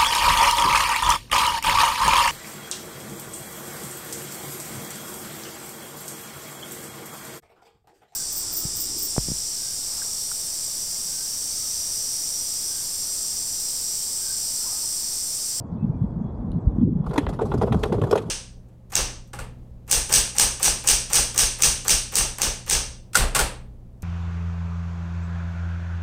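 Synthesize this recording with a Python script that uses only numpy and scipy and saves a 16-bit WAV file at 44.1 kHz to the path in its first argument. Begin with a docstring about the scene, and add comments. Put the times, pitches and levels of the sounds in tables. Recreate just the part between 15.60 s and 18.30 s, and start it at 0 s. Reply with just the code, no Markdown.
"""On a concrete path and a flight of steps, an electric one-wheel vehicle rolls along, then rides down.
Wind is shaped noise with single swinging buffets; far air, tyre hum and motor whine are shaped noise.
A bird's two faint chirps are gliding tones, and ticks are clicks and short ringing bursts.
On the steps the tyre lands and the plastic shell and pedals knock and rattle: noise bursts through
resonances, with decaying notes, one deep boom and a buzz of loose parts."""
import sys
import numpy as np
from scipy import signal
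from scipy.fft import rfft, irfft, next_fast_len
from scipy.io import wavfile
from scipy.ndimage import uniform_filter1d, map_coordinates

SR = 44100
rng = np.random.default_rng(int(sys.argv[2]) if len(sys.argv) > 2 else 0)


def digitize_waveform(pressure):
    """Quantize a signal to 16-bit integers and store it at the path in sys.argv[1].

    Rows of a 2-D input are taken as channels; values are limited to [-1, 1].
    """
    field = np.atleast_2d(pressure).T
    bounded = np.clip(field, -1, 1)
    quanta = np.round(bounded * 32767).astype(np.int16)
    wavfile.write(sys.argv[1], SR, quanta)


N = 119070
T = np.arange(N) / SR  # time of every sample [s]


def amp(db):
    """Turn decibels into a plain gain."""
    return 10 ** (np.asarray(db) / 20)


def unit(x):
    """Scale x to an rms of 1."""
    return x / np.sqrt(np.mean(x ** 2) + 1e-20)


def curve(rows, column=1):
    """Draw straight lines through one column of (time, ..) rows, one value per sample."""
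    return np.interp(T, np.transpose(rows)[0], np.transpose(rows)[column])


def wobble(rate):
    """A smooth random curve with rate random points a second."""
    return map_coordinates(rng.standard_normal(int(N * rate / SR) + 4), [T * rate])


def filtered(x, response):
    """Multiply the spectrum of x by a response of frequency."""
    size = next_fast_len(N + 8192)  # spare room so that ringing does not wrap round
    return irfft(rfft(x, size) * response(np.fft.rfftfreq(size, 1 / SR)), size)[:N]


def colour(points):
    """A smooth tone: gain between (frequency, level) points on a log frequency axis."""
    hz, db = np.transpose(points)
    return lambda f: amp(np.interp(np.log(f + 1), np.log(hz + 1), db))


def ringing(modes):
    """Resonances that ring on after a push, falling steeply far above the last one listed."""
    def response(f):
        total = 0
        for k, (centre, width, db) in enumerate(modes):
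            resonance = 1j * f * width / (centre * centre - f * f + 1j * f * width)
            total = total + (-1) ** k * amp(db) * resonance  # neighbours have opposite signs
        return total / (1 + 1j * f / (2 * modes[-1][0])) ** 2
    return response


def noise(response, flicker_db=0, patchy_db=0):
    """Coloured noise of rms 1 with a fast flicker and patches of random gain in time and pitch."""
    source = rng.standard_normal(N) * amp(flicker_db * wobble(60))
    spectrum = signal.stft(source, nperseg=256)[2]
    across_pitch = uniform_filter1d(rng.standard_normal(spectrum.shape), 5, 0)
    patches = unit(uniform_filter1d(across_pitch, 9, 1))
    patched = signal.istft(spectrum * amp(patchy_db * patches), nperseg=256)[1][:N]
    return unit(filtered(patched, response))


# Strength of the rolling sounds before trims: (time [s], tyre hum level [dB], motor whine level [dB])
ROLLING_LEVELS = [(0.0, -54, -87.5), (0.532, -55, -82.5), (0.56, -55, -102), (0.644, -53.5, -73),
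                  (0.762, -55.5, -90), (0.79, -53, -87.5), (0.95, -54.5, -99), (0.99, -53.5, -83.5),
                  (1.082, -54.5, -102), (1.106, -53, -88), (1.222, -53.5, -80.5), (1.258, -66.5, -102),
                  (1.362, -58, -77), (1.44, -54, -77)]
# Tone of the far air: (frequency [Hz], relative level [dB])
AIR_TONE = [(1290, -30.5), (2200, -11), (3030, -9.5), (3430, -3), (3770, -9), (7790, -15), (10800, -22.5),
            (12500, -37.5), (16200, -67.5), (22000, -120)]


def far_air():
    """Faint patchy hiss whose level dips briefly around 1.26 s."""
    air_db, dip_share = -78, 0.81
    curve_db = curve(ROLLING_LEVELS)
    level = amp(air_db + dip_share * (curve_db - np.median(curve_db)))
    return level * noise(colour(AIR_TONE), patchy_db=4.0)


# Strength of the wind before trims: (time [s], deep rumble level [dB], flutter level [dB])
WIND_LEVELS = [(0.0, -41, -41.5), (0.3, -33, -32), (0.86, -36, -36), (0.88, -29.5, -31), (0.98, -28, -29),
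               (1.01, -48, -39.5), (1.08, -18, -27.5), (1.11, -27, -30.5), (1.29, -33.5, -29),
               (1.49, -28, -31), (1.6, -40, -37.5), (1.66, -28, -33.5), (1.8, -38, -34.5),
               (2.03, -26.5, -30), (2.09, -35, -34), (2.16, -27, -21.5), (2.2, -28.5, -32.5),
               (2.23, -23.5, -37), (2.32, -40, -30.5), (2.41, -31.5, -29.5), (2.62, -43.5, -37.5),
               (2.7, -42, -32)]
# Tone of the deep rumble: (frequency [Hz], relative level [dB])
RUMBLE_TONE = [(12, -44.5), (20, -20.5), (44, 3.5), (81, 1), (100, -4.5), (130, -37.5), (220, -120)]
# Tone of the flutter: (frequency [Hz], relative level [dB])
FLUTTER_TONE = [(53, -40.5), (90, -3), (184, -5), (242, -7.5), (378, -25), (450, -28.5), (580, -58),
                (990, -120)]
# A sharper, higher gust: (time [s], level [dB])
GUST_LEVELS = [(1.14, -68), (1.18, -44), (1.22, -30), (1.25, -33.5), (1.28, -22.5), (1.33, -47),
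               (1.40, -37.5), (1.45, -77)]
# Tone of that gust: (frequency [Hz], relative level [dB])
GUST_TONE = [(180, -41), (270, 9.5), (400, 4.5), (520, -14), (700, -63), (1100, -120)]
# Single pressure buffets; the swell peaks after the start by its own length, at least 0.3 cycles:
# (start time [s], swell peak level [dB], pitch [Hz], swell length [cycles])
WIND_BUFFETS = [(0.115, -22.5, 167, 2.5), (0.149, -25.5, 228, 1.3), (0.226, -13.5, 168, 0.88),
                (0.242, -12, 196, 1.2), (0.295, -12, 144, 0.86), (0.41, -13.5, 142, 1.2),
                (0.436, -16.5, 195.4, 1.56), (0.556, -21, 168, 2.2), (0.612, -15.5, 208, 1.2),
                (0.84, -23.5, 198.6, 2.4), (0.956, -14.5, 170.3, 1.68), (1.069, -9.5, 92.6, 0.65),
                (1.184, -9.5, 202, 0.57), (1.195, -15.5, 151, 0.75), (1.212, -12, 230, 1.2),
                (1.227, -7.5, 233.4, 1.46), (1.246, -17.5, 192.7, 2), (1.276, -9, 276, 0.48),
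                (1.327, -14.5, 220, 0.74), (1.36, -15.5, 163.4, 0.87), (1.4, -12, 158, 0.94),
                (1.452, -25, 188, 0.95), (1.489, -24, 181, 1.8), (1.632, -20, 82, 0.8),
                (1.723, -24, 161.6, 1.3), (1.811, -28, 129, 1.9), (1.89, -23.5, 158, 1.9),
                (1.986, -21, 115, 1.3), (2.048, -28.5, 118, 1.6), (2.14, -20.5, 82, 1.3),
                (2.158, -14, 190, 0.83), (2.232, -26, 109, 0.33), (2.316, -17.5, 194, 1.35),
                (2.414, -15, 104, 1.4), (2.426, -17.5, 138, 2.2), (2.507, -32, 171, 0.59)]


def wind():
    """Moving air makes a deep rumble, a lumpy flutter, a gust and short pressure swings."""
    out = amp(curve(WIND_LEVELS) - 1.5) * noise(colour(RUMBLE_TONE))
    out = out + amp(curve(WIND_LEVELS, column=2) + 3.5) * noise(colour(FLUTTER_TONE), flicker_db=3.0)
    out = out + amp(curve(GUST_LEVELS)) * noise(colour(GUST_TONE))
    for start, db, hz, cycles in WIND_BUFFETS:
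        u = (T - start) * hz / max(cycles, .3) - 1
        swing = np.sin(2 * np.pi * hz * (T - start) + rng.uniform(0, 2 * np.pi))
        out = out + amp(db) * np.exp(-u * u) * swing
    return out


# Faint bird chirps, level before its wobble:
# (start time [s], length [s], first pitch [Hz], last pitch [Hz], arch in pitch [Hz], level [dB])
BIRD_CHIRPS = [(0.167, 0.11, 2440, 2650, 70, -68), (0.309, 0.1, 2380, 2240, 60, -72.5)]


def bird():
    """Each chirp is one pure tone that glides along an arch while pitch and level waver."""
    out = np.zeros(N)
    for start, length, first_hz, last_hz, arch_hz, db in BIRD_CHIRPS:
        u = np.clip((T - start) / length, 0, 1)
        arch = np.sin(np.pi * u)
        pitch = first_hz + (last_hz - first_hz) * u + arch_hz * arch + 25 * wobble(70)
        tone = np.sin(2 * np.pi * np.cumsum(pitch) / SR)
        out = out + amp(db + 2.5 * wobble(70)) * arch * tone
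    return out


# Short dry ticks, the first one ringing: (time [s], level before boosts [dB], ringing share [0-1])
TICKS = [(0.918, -46, 0.9), (1.2178, -43, 0.05), (1.258, -61, 0.14), (1.268, -68, 0.1),
         (1.278, -55.5, 0.05), (1.3192, -59.5, 0.05)]
# What a tick rings with: (frequency [Hz], width [Hz], relative level [dB])
TICK_MODES = [(2840, 240, -3), (4100, 260, 0), (9700, 600, -12.5)]


def ticks():
    """Each tick mixes a dry snap with a ringing burst and its scattered tail."""
    snaps, rings = np.zeros((2, N))
    scatter = rng.standard_normal(N) * amp(2.0 * wobble(200))
    for s, db, share in TICKS:
        snaps[round(s * SR)] = (1 - share) * amp(db + 13)
        tail = amp(-16.5 - 60 * np.abs(T - s) / 0.17) * (T > s)
        burst = np.exp(-((T - s) / 0.0011) ** 2) + tail
        rings += share * amp(db + 12) * burst * scatter
    crack = colour([(1200, -40.5), (2000, 4), (4500, -5.5), (8000, -15), (11000, -26.5), (13000, -52)])
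    return filtered(snaps, crack) + filtered(rings, ringing(TICK_MODES))


def motor_whine():
    """The motor's narrow band of noise sounds like an unsteady note."""
    whine_hz, width_hz, trim_db = 3361, 27, 2
    line = ringing([(whine_hz, width_hz, 0)])
    level = amp(curve(ROLLING_LEVELS, column=2) + trim_db + 1.1 * wobble(31))
    return level * noise(lambda f: line(f) ** 2)  # squared: an even narrower band


# Tone of the tyre on concrete: (frequency [Hz], relative level [dB])
ROAD_TONE = [(180, -38.5), (300, -3.5), (379, -6.5), (415, -4), (664, -8.5), (1020, -14), (1540, -29.5),
             (2600, -47), (3380, -74), (5720, -120)]


def tyre_hum():
    """The tyre rolling on concrete is low noise with a slight flicker."""
    return amp(curve(ROLLING_LEVELS) + 10.0) * noise(colour(ROAD_TONE), flicker_db=0.7)


# Loose parts buzzing: (time [s], level [dB])
RATTLE_LEVELS = [(1.43, -92.5), (1.47, -40.5), (1.75, -42.5), (2.0, -32.5), (2.3, -40), (2.6, -36.5),
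                 (2.7, -39)]
# Tone of that buzz: (frequency [Hz], relative level [dB])
BUZZ_TONE = [(190, -41), (330, -7), (412, 1.5), (685, -20.5), (1200, -21.5), (1570, -40), (3410, -39),
             (4330, -42.5), (10900, -49.5), (12400, -51), (14700, -82.5)]


def loose_parts():
    """Loose parts buzz between the knocks as flickering, patchy noise."""
    return amp(curve(RATTLE_LEVELS)) * noise(colour(BUZZ_TONE), flicker_db=3.0, patchy_db=2.0)


def landing_boom():
    """A hard landing booms in the tyre: one low note that rises fast and dies away."""
    start, level_db, hz = 1.579, -5, 285.6  # s, dB before the rise, Hz
    rise, t60 = 0.0029, 0.069  # s, s to fall by 60 dB
    t = np.maximum(T - start, 0)
    return amp(level_db - 60 * t / t60) * (1 - np.exp(-t / rise)) * np.sin(2 * np.pi * hz * t)


# Knocks on the steps, levels before trims and envelopes:
# (time [s], shell level [dB], shell note [Hz], slap level [dB], clack level [dB], treble level [dB],
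#  rise time [s], time to fall by 60 dB [s], hardness [0-1]); rise and fall are adjusted per layer
STEP_KNOCKS = [(1.441, -47, 366, -41, -61, -68, 0.002, 0.04, 0.56),
               (1.461, -49.5, 430, -36, -55, -54.5, 0.0021, 0.046, 0.36),
               (1.493, -50, 434, -41, -53, -57, 0.0028, 0.046, 0.15),
               (1.509, -29, 420, -33, -50, -60, 0.00087, 0.062, 0.7),
               (1.532, -21.5, 523, -31.5, -50, -47, 0.0041, 0.067, 0.7),
               (1.557, -17, 333, -25.5, -41.5, -43.5, 0.0039, 0.035, 0.2),
               (1.577, -16, 403, -22, -26, -34.5, 0.0011, 0.045, 0.07),
               (1.637, -45, 342, -46, -56, -71, 0.003, 0.035, 0.4),
               (1.666, -18, 465, -23.5, -35, -56.5, 0.0006, 0.018, 0.78),
               (1.686, -19, 404, -31.5, -43, -43.5, 0.0045, 0.059, 0.4),
               (1.727, -26.5, 398, -35.5, -47, -45, 0.0096, 0.067, 0.7),
               (1.79, -23, 510, -28.5, -48.5, -59.5, 0.00082, 0.045, 1),
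               (1.81, -11, 431, -27, -43.5, -44, 0.0076, 0.06, 0.66),
               (1.851, -51, 440, -35, -64, -48, 0.0038, 0.067, 0.54),
               (1.917, -21, 386, -27, -41, -67, 0.0025, 0.038, 1),
               (1.938, -14.5, 420, -29, -49, -48.5, 0.0023, 0.048, 0.9),
               (1.976, -26.5, 390, -36.5, -57, -45.5, 0.0026, 0.035, 0.8),
               (2.013, -12.5, 426, -21, -38.5, -43.5, 0.0038, 0.079, 0.63),
               (2.033, -9.5, 407, -30, -53, -51, 0.0027, 0.034, 1),
               (2.068, -20.5, 446, -29, -55, -59, 0.0043, 0.074, 0.23),
               (2.122, -16.5, 420, -24.5, -33.5, -42, 0.0032, 0.043, 0.8),
               (2.144, -9.5, 460, -18, -41, -41.5, 0.0016, 0.017, 0.36),
               (2.187, -18.5, 430, -33, -51, -35.5, 0.016, 0.044, 0.3),
               (2.23, -18, 385, -34.5, -46, -44, 0.00078, 0.027, 0.9),
               (2.2344, -17, 420, -21, -26.5, -34, 0.00063, 0.032, 0.16),
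               (2.252, -12.5, 430, -27, -54, -40.5, 0.0044, 0.031, 0.6),
               (2.296, -16, 474, -40, -56, -65, 0.0019, 0.022, 0.95),
               (2.322, -14, 354, -24.5, -40, -45, 0.0021, 0.056, 0.6),
               (2.341, -19, 453, -33, -53.5, -54.5, 0.0017, 0.076, 0.4),
               (2.382, -15.5, 484, -32.5, -52.5, -76, 0.0021, 0.019, 0.77),
               (2.415, -9, 547, -22.5, -33, -37, 0.0039, 0.02, 0.33),
               (2.436, -9.5, 468, -30.5, -42, -44, 0.0032, 0.041, 0.55),
               (2.467, -21.5, 397, -35.5, -52, -54, 0.0025, 0.04, 0.5),
               (2.51, -11, 430, -22, -33.5, -32, 0.0014, 0.028, 0.3),
               (2.525, -3.5, 455, -16, -31, -36, 0.0028, 0.032, 0.15),
               (2.554, -8, 537, -16.5, -36.5, -35.5, 0.0028, 0.035, 0.53),
               (2.574, -17, 410, -29, -31, -42, 0.0025, 0.05, 0.4),
               (2.618, -55, 385, -55, -45, -50, 0.0025, 0.031, 0.5)]
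# Resonances of the plastic shell: (frequency [Hz], width [Hz], relative level [dB])
SHELL_MODES = [(308, 140, -11.5), (432.6, 60, 0), (515, 75, -4.5), (632, 161, -8)]
# Resonances of the slap: (frequency [Hz], width [Hz], relative level [dB])
SLAP_MODES = [(794, 166, 0.5), (1028, 450, 2.5), (1192, 432, 1), (1495, 150, -10)]
# Resonances of the clack: (frequency [Hz], width [Hz], relative level [dB])
CLACK_MODES = [(1655, 250, 3.5), (1954, 440, 3.5), (2542, 490, 2), (3350, 530, 2), (4100, 260, -3.5)]
# Tone of the treble hiss: (frequency [Hz], relative level [dB])
HISS_TONE = [(2530, -16), (4300, 3), (6100, -1), (6630, -0.5), (11000, -5), (13300, -14), (14700, -39.5)]

# Four layers in this order: shell, slap, clack, hiss
LAYER_TRIM_DB = [-3.5, 0.5, 0.5, 2]
RISE_RATIO = np.array([[1], [1], [1], [0.94]])
FALL_RATIO = np.array([[1], [1], [1], [0.73]])
FALL_BEND = np.array([[1.27], [1.27], [1.046], [1.494]])  # above 1: the burst holds, then stops short
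TAIL_DB, TAIL_T60_S = -22, 0.33  # the rattle that follows a knock
BLOW_DB = np.array([21.5, 16])  # first contact: slap, clack
RING_DB, RING_LONGER = -2, 1.16  # the shell's own note
PING_DB, PING_SCATTER_DB, PING_DETUNE = -8, 3, 0.0323  # clack notes, mixed anew for each knock


def knocks():
    """Blows and bursts of scrape ring the shell, slap, clack and hiss, with clear notes on top."""
    power, blows = np.zeros((2, 4, N + SR))
    notes, t = np.zeros(N + SR), np.arange(SR // 3) / SR
    chance = rng.standard_normal((len(STEP_KNOCKS), 2, len(CLACK_MODES), 1))
    clack_hz, _, clack_db = np.transpose(CLACK_MODES)[..., None]
    for (s, shell_db, hz, *upper_db, rise, t60, hard), (louder, off) in zip(STEP_KNOCKS, chance):
        start = round(s * SR)
        at = slice(start, start + len(t))
        rise, t60 = max(rise, 1e-4), max(t60, .005)
        swell = 1 - np.exp(-t / (rise * RISE_RATIO))
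        swell[3] = swell[3] ** 2  # the hiss starts more gently
        fall = amp(-60 * (t / t60 / FALL_RATIO) ** FALL_BEND)
        tail = amp(TAIL_DB - 60 * t / TAIL_T60_S)
        level = amp([shell_db, *upper_db])[:, None]
        power[:, at] += (level * swell * (fall + tail)) ** 2  # overlapping bursts add as power
        blows[1:3, start] = hard * amp(upper_db)[:2] * amp(BLOW_DB)
        shell_level = amp(shell_db + RING_DB - 60 * t / (RING_LONGER * t60))
        notes[at] += shell_level * swell[0] * np.sin(2 * np.pi * hz * t)
        ping_hz = clack_hz * (1 + PING_DETUNE * off)
        pings = amp(clack_db + PING_SCATTER_DB * louder) * np.sin(2 * np.pi * ping_hz * t)
        notes[at] += amp(upper_db[1] + PING_DB) * swell[2] * fall[2] * pings.sum(axis=0)
    scrapes = [rng.standard_normal(N),
               noise(np.ones_like, flicker_db=3.5),
               noise(np.ones_like, flicker_db=0.5, patchy_db=3.5),
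               noise(np.ones_like, patchy_db=3)]
    tones = [ringing(SHELL_MODES), ringing(SLAP_MODES), ringing(CLACK_MODES), colour(HISS_TONE)]
    out = notes[:N]
    for p, blow, scrape, tone, db in zip(power[:, :N], blows[:, :N], scrapes, tones, LAYER_TRIM_DB):
        layer = filtered(np.sqrt(p) * scrape + blow, tone)
        out = out + amp(db) * layer / np.std(filtered(scrape, tone))
    return out


def scene():
    """Add all sources, from the background to the knocks, in one channel."""
    background = far_air() + wind() + bird() + ticks()
    vehicle = motor_whine() + tyre_hum() + loose_parts() + landing_boom() + knocks()
    return (background + vehicle)[None]


def record(dry):
    """Keep nothing at or above the upper band limit."""
    top_hz = 14860
    return filtered(dry[0], lambda hz: hz < top_hz)[None]


dry = scene()
out = record(dry)
digitize_waveform(out)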